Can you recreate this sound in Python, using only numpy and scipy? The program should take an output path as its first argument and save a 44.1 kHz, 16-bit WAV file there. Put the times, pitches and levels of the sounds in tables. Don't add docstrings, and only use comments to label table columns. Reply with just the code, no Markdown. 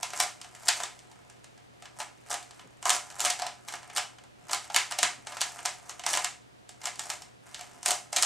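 import sys
import numpy as np
from scipy import signal
from scipy.fft import rfft, irfft
from scipy.io import wavfile
from scipy.ndimage import uniform_filter1d

SR = 44100
rng = np.random.default_rng(int(sys.argv[2]) if len(sys.argv) > 2 else 0)


def wrap_up_sound(samples):
    columns = np.atleast_2d(samples).T
    tamed = np.clip(columns, -1, 1)
    steps = np.round(tamed * 32767).astype(np.int16)
    wavfile.write(sys.argv[1], SR, steps)


N = 363825
TIME = np.arange(N) / SR


def amp(db):
    return 10 ** (np.asarray(db) / 20)


def rms_one(x):
    return x / np.sqrt(np.mean(x ** 2) + 1e-20)


def curve_db(points, size):
    hz, db = np.transpose(points)
    grid = np.fft.rfftfreq(size, 1 / SR)
    return np.interp(np.log(grid + 1), np.log(hz), db)


def coloured(points, size):
    spectrum = rfft(rng.standard_normal(size))
    return irfft(spectrum * amp(curve_db(points, size)), size)


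def edge(x, hz, kind):
    sos = signal.butter(2, min(hz, SR / 2 - 1), kind, fs=SR, output="sos")
    return signal.sosfilt(sos, x)


def band_noise(hz, width_hz, size):
    radius = np.exp(-np.pi * width_hz / SR)
    poles = [1, -2 * radius * np.cos(2 * np.pi * hz / SR), radius * radius]
    return rms_one(signal.lfilter([1, 0, -1], poles, rng.standard_normal(size)))


def decay(t, t60):
    return np.exp(-np.log(1000) * t / t60)


def add(track, s, sound):
    at = max(int(s * SR), 0)
    track[at:at + len(sound)] += sound[:max(N - at, 0)]


# start in seconds, relative level in dB,
# hollowness in dB (above 0 for a flat-on blow, below 0 for an edge).
SNAPS = [(0.0303, -11.5, 0), (0.104, -27.5, -3), (0.134, -23.5, 5), (0.2015, -4.5, 0.5), (0.237, -26, 4),
         (0.415, -25, -8), (0.445, -35, 0.5), (0.55, -31.5, -6), (0.672, -23, 0), (0.6838, -4, -5.5),
         (0.687, -3, 2), (0.802, -35.5, 13), (0.835, -17, 2), (0.991, -35, -28), (1.115, -40.5, -4),
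         (1.299, -36, -8.5), (1.443, -35, -5), (1.577, -45.5, -3.5), (1.823, -34, -2), (1.855, -39.5, 3),
         (2.002, -21, 3), (2.313, -19, 4.5), (2.3415, -16, 2), (2.4275, -31, -11), (2.509, -35.5, -0.5),
         (2.594, -39.5, 2.5), (2.827, -24, -2), (2.855, -12.5, 5), (2.894, -4.5, -5), (2.903, -4, 4),
         (3.102, -30, -2), (3.195, -19, -7), (3.204, -9.5, -4.5), (3.249, -7, 1.5), (3.256, -8.5, -8),
         (3.263, -19.5, 9.5), (3.301, -10.5, -7), (3.304, -12, -0.5), (3.391, -26, 1), (3.397, -22.5, 3),
         (3.42, -19, 4), (3.466, -19.5, 3.5), (3.685, -18, -5), (3.724, -28, -2), (3.738, -24, 5),
         (3.83, -41.5, 4), (3.899, -38.5, 5), (3.963, -11, -3.5), (3.972, -12.5, 2), (3.98, -10.5, 3),
         (4.185, -46, 3.5), (4.238, -43, -2), (4.495, -31.5, 8), (4.532, -8, 1.5), (4.643, -31, -8),
         (4.7, -39.5, 13), (4.745, -12, 2.5), (4.7619, -1, 3), (4.766, -19.5, 10), (4.911, -21, 2.5),
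         (4.922, -19, 2), (4.9875, -8.5, 1), (5.03, -4, 7), (5.035, -12, -18), (5.27, -27, 5.5),
         (5.322, -33.5, 7), (5.369, -32, 10.5), (5.4085, -13, -15), (5.415, -7, 1), (5.589, -40.5, 9.5),
         (5.653, -15.5, 2.5), (5.658, -9.5, -1.5), (5.895, -26, 3), (5.995, -27, 0), (6.0373, -40.5, 12),
         (6.064, -9.5, 3.5), (6.1325, -10.5, -7), (6.1375, -17, 8), (6.173, -13.5, 5.5), (6.245, -9.5, 0),
         (6.692, -28.5, -7.5), (6.816, -32, -2), (6.841, -30, 3), (6.856, -13.5, -5), (6.87, -21, 4),
         (6.957, -30, -9), (6.994, -16, -2.5), (7.101, -12, -2), (7.2205, -27, -9), (7.545, -23.5, -4),
         (7.593, -35, 3), (7.61, -24.5, -2.5), (7.83, -24, -10), (7.86, -5, 0), (7.8855, -19.5, 5.5),
         (7.907, -6, -7), (8.1292, -15, 2), (8.163, -6, -6), (8.168, -7, 0), (8.184, -19.5, 5),
         (8.2246, -3, -10), (8.2315, -5.5, -1)]
KNOCK_DB, KNOCK_FOLLOWS = -35.5, 0.61
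KNOCK_HZ, KNOCK_OCTAVES_PER_DB, KNOCK_SPREAD_OCTAVES = 1190, 0.07, 0.22


def clicks(snap_db=-7.0, chatter_t60=0.0075, scatter_db=-12.0, scatter_t60=0.025,
           lead_db=-18.0, lead_s=0.0033, ring_db=-13.0, ring_width_hz=1100,
           knock_t60=0.028, knock_width_hz=1000, rise_s=0.00024, snap_hz=1800, size=2400):
    force = np.zeros(N)
    before = TIME[size // 6]
    t = TIME[:size] - before
    after = np.maximum(t, 0)
    rise = 1 - np.exp(-after / rise_s)
    drag = amp(lead_db) * np.exp(-np.abs(t) / lead_s)
    scatter = amp(scatter_db) * decay(after, scatter_t60)
    snap_shape = drag + rise * np.hypot(decay(after, chatter_t60), scatter)
    snap_rms = np.sqrt(np.mean(snap_shape ** 2))
    knock_shape = drag + rise * decay(after, knock_t60)
    for s, db, hollow_db in SNAPS:
        octaves = KNOCK_OCTAVES_PER_DB * db + KNOCK_SPREAD_OCTAVES * rng.standard_normal()
        ring = amp(ring_db) * band_noise(rng.uniform(3500, 9240), ring_width_hz, size)
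        burst = (rng.standard_normal(size) + ring) * snap_shape
        snap = snap_rms * rms_one(edge(burst, snap_hz, "high"))
        knock = rms_one(band_noise(KNOCK_HZ * 2 ** octaves, knock_width_hz, size) * knock_shape)
        knock_gain = amp(KNOCK_DB + KNOCK_FOLLOWS * db + hollow_db)
        add(force, s - before, amp(snap_db + db) * snap + knock_gain * knock)
    return force


def grains(per_s, spread_db, t60, size=512):
    strength = amp(spread_db * np.minimum(rng.exponential(1, N), 3))
    catches = strength * (rng.random(N) < per_s / SR)
    t = TIME[:size]
    grain_power = t * decay(t, t60) ** 2
    power = np.abs(signal.fftconvolve(catches ** 2, grain_power)[:N]) + 1e-10
    return rng.standard_normal(N) * np.sqrt(power / uniform_filter1d(power, size=1800))


# start in seconds, end in seconds, relative force in dB.
FLICKS = [(0.143, 0.214, -41.5), (0.192, 0.242, -33), (0.745, 0.84, -45.5), (1.826, 1.865, -60.5),
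          (1.987, 2.033, -42), (2.296, 2.336, -36.5), (2.861, 2.97, -34), (3.204, 3.283, -34),
          (3.675, 3.764, -49.5), (3.949, 3.991, -42.5), (4.508, 4.55, -36), (4.752, 4.755, -33.5),
          (4.905, 4.926, -43.5), (5, 5.05, -46.5), (5.89, 5.917, -44), (6.077, 6.175, -33.5),
          (6.187, 6.232, -45), (6.834, 6.884, -45), (7.015, 7.142, -47), (7.869, 7.921, -30.5),
          (8.158, 8.253, -36)]
# time in seconds, relative force in dB.
GRIP_FORCE = [(0, -52.5), (0.35, -66), (0.58, -59), (0.66, -46), (1.0, -66.5), (1.72, -77), (2.6, -62.5),
              (2.76, -73), (3.18, -51), (3.6, -66), (3.9, -60.5), (4.34, -81), (4.5, -57), (4.87, -59),
              (5.22, -66.5), (5.3, -51), (5.6, -51), (5.85, -60.5), (6.62, -82), (6.84, -67.5), (7.2, -59),
              (7.41, -89), (7.46, -57.5), (7.68, -58), (8.05, -65.5)]
RUB_DB, RUB_FOLLOWS = -10, 0.82
SLACK_S, SLACK_DB = 0.044, -15


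def slides(grit_db=0.0, ramp_s=0.0017, swell_db=2.0, grit_hz=2000, rub_hz=1800,
           light_per_s=110, hard_per_s=550):
    force = amp(np.interp(TIME, *np.transpose(GRIP_FORCE)))
    for start, end, db in FLICKS:
        length = max(end - start, ramp_s)
        t = TIME[:int(length * SR)]
        slack = np.linspace(0, amp(db + SLACK_DB), int(SLACK_S * SR))
        ramps = np.clip(np.minimum(t, length - t) / ramp_s, 0, 1)
        add(force, start - SLACK_S, slack)
        add(force, start, ramps * amp(db + swell_db * (t / length - 1.0)))
    rate = light_per_s + hard_per_s * np.sqrt(force / force.max())
    scrape = grains(per_s=rate, spread_db=3.5, t60=0.0042)
    grit = amp(grit_db) * force * rms_one(edge(scrape, grit_hz, "high"))
    rub = amp(RUB_DB) * force ** RUB_FOLLOWS * rms_one(edge(scrape, rub_hz, "low"))
    return grit + rub


# start in seconds, end in seconds, pitch in Hz, relative
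# level in dB.
FINGER_SQUEAKS = [(1.995, 2.017, 895, -45), (2.855, 2.867, 1110, -27.5), (3.414, 3.441, 713, -38)]


def groans(width_hz=70):
    force = np.zeros(N)
    for start, end, hz, db in FINGER_SQUEAKS:
        size = max(int((end - start) * SR), 64)
        groan = band_noise(hz, width_hz, size) * signal.windows.tukey(size)
        add(force, start, amp(db) * groan)
    return force


# frequency in Hz, gain in dB.
SHELL_RESPONSE = [(60, -23), (200, -28.5), (380, -10.5), (530, -13), (700, -4.5), (1000, -3.5), (1500, -2),
                  (2500, 1), (5000, 4), (7600, 6.5), (9000, 3.5), (10500, -5), (12400, -8), (15000, -28)]
# centre in Hz, width in Hz,
# height in dB of that peak alone above the broad response.
CUBE_MODES = [(602.5, 16, 11.5), (687.6, 6.5, 7.5), (720.4, 26.3, 14), (809, 19, 10.5), (877, 17.2, 6),
              (968, 17, 6.5), (1015.6, 21, 9.5), (1207, 27, 5.5), (1284, 42, 5), (1679, 29, 5),
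              (1840, 16, 4), (2160, 49, 4), (3000, 80, 3.5)]


def cube(force, size=8192):
    hz = np.fft.rfftfreq(size, 1 / SR)
    peaks = 0
    for centre, width, db in CUBE_MODES:
        peaks = peaks + (amp(db) ** 2 - 1) / (1 + (2 * (hz - centre) / width) ** 2)
    magnitude = amp(curve_db(SHELL_RESPONSE, size)) * np.sqrt(np.maximum(1 + peaks, .1))
    cepstrum = irfft(np.log(magnitude))
    cepstrum[1:size // 2] *= 2
    cepstrum[size // 2 + 1:] = 0
    response = irfft(np.exp(rfft(cepstrum)))
    return signal.fftconvolve(force, response)[:N]


# frequency in Hz, relative level in dB.
ECHO_COLOUR = [(100, 8), (700, -2.5), (2000, 2.5), (5000, -1), (8000, -4), (11000, -7.5), (15000, -9.5)]
# frequency in Hz, relative level in dB.
ECHO_WIDTH = [(100, -9.5), (400, -24), (720, -14), (1500, -8), (3500, -15.5), (6000, -15), (8700, -5),
              (11000, -5.5), (15000, -17)]


def room(x, wash_db=-2.0, mirror_db=-5.5, tail_t60=0.3, tail_s=0.0005, size=22050):
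    t = TIME[:size]
    linger = rms_one(decay(t, tail_t60) * (1 - np.exp(-t / tail_s))) / np.sqrt(size)
    colours = (ECHO_COLOUR, ECHO_WIDTH)
    mirrored = [signal.fftconvolve(x, linger * coloured(colour, size))[:N] for colour in colours]
    out = amp(mirror_db) * np.array(mirrored)
    out[0] += x
    edges_hz = [100, 550, 900, 1500, 2800, 5500, 9500, 19000]
    washes = [np.array([coloured(colour, N) for colour in colours]) for _ in range(2)]
    for k, (low, high) in enumerate(zip(edges_hz, edges_hz[1:])):
        band = signal.butter(2, [low, high], "band", fs=SR, output="sos")
        energy = np.abs(signal.fftconvolve(signal.sosfilt(band, x) ** 2, linger ** 2)[:N])
        level = np.sqrt(energy * SR / 2 / (high - low))
        out += amp(wash_db) * level * signal.sosfilt(band, washes[k % 2])
    return out


# start in seconds, relative level in dB.
HAND_BUMPS = [(2.638, -53), (4.413, -59), (5.024, -47.5), (5.18, -54), (7.761, -56.5)]


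def bumps(level_db=-11.5, low_hz=150, high_hz=280, t60=0.3, size=8192):
    out = np.zeros(N)
    for s, db in HAND_BUMPS:
        burst = rng.standard_normal(size) * decay(TIME[:size], t60)
        thud = edge(edge(burst, low_hz, "high"), high_hz, "low")
        add(out, s, amp(db + level_db) * rms_one(thud))
    return out


# frequency in Hz, relative level in dB per Hz.
AIR_COMMON = [(20, -23.5), (60, -3), (150, -4.5), (300, -5.5), (700, -7.5), (1000, -13.5), (3000, -15),
              (8000, -22.5), (12000, -31.5), (16000, -41.5)]
# frequency in Hz, relative level in dB per Hz.
AIR_OPPOSED = [(20, -41), (60, -10.5), (190, -3), (400, -4), (700, -8), (1200, -12.5), (3000, -20),
               (6000, -30.5), (9000, -28), (15000, -49)]
# frequency in Hz, common rms level in dB,
# opposed rms level in dB.
STEADY_TONES = [(121, -67.5, -72), (165, -79.5, -83), (718, -77.5, -106.5), (8000, -99.5, -84)]


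def background(mid_db=-62.5, side_db=-56.5):
    mid = amp(mid_db) * rms_one(coloured(AIR_COMMON, N))
    side = amp(side_db) * rms_one(coloured(AIR_OPPOSED, N))
    for hz, common_db, opposed_db in STEADY_TONES:
        phase = 2 * np.pi * (hz * TIME + rng.random())
        mid = mid + np.sqrt(2) * amp(common_db) * np.sin(phase)
        side = side + np.sqrt(2) * amp(opposed_db) * np.cos(phase)
    return np.array([mid + side, mid - side])


def scene():
    mid, side = map(cube, room(clicks() + slides() + groans()))
    sound = np.array([mid + side, mid - side]) + bumps() + background()
    return sound * amp([[-.15], [.15]])


CUTOFF_HZ = 16700


def record(dry):
    return signal.sosfilt(signal.cheby2(14, 70, CUTOFF_HZ, fs=SR, output="sos"), dry)


dry = scene()
out = record(dry)
wrap_up_sound(out)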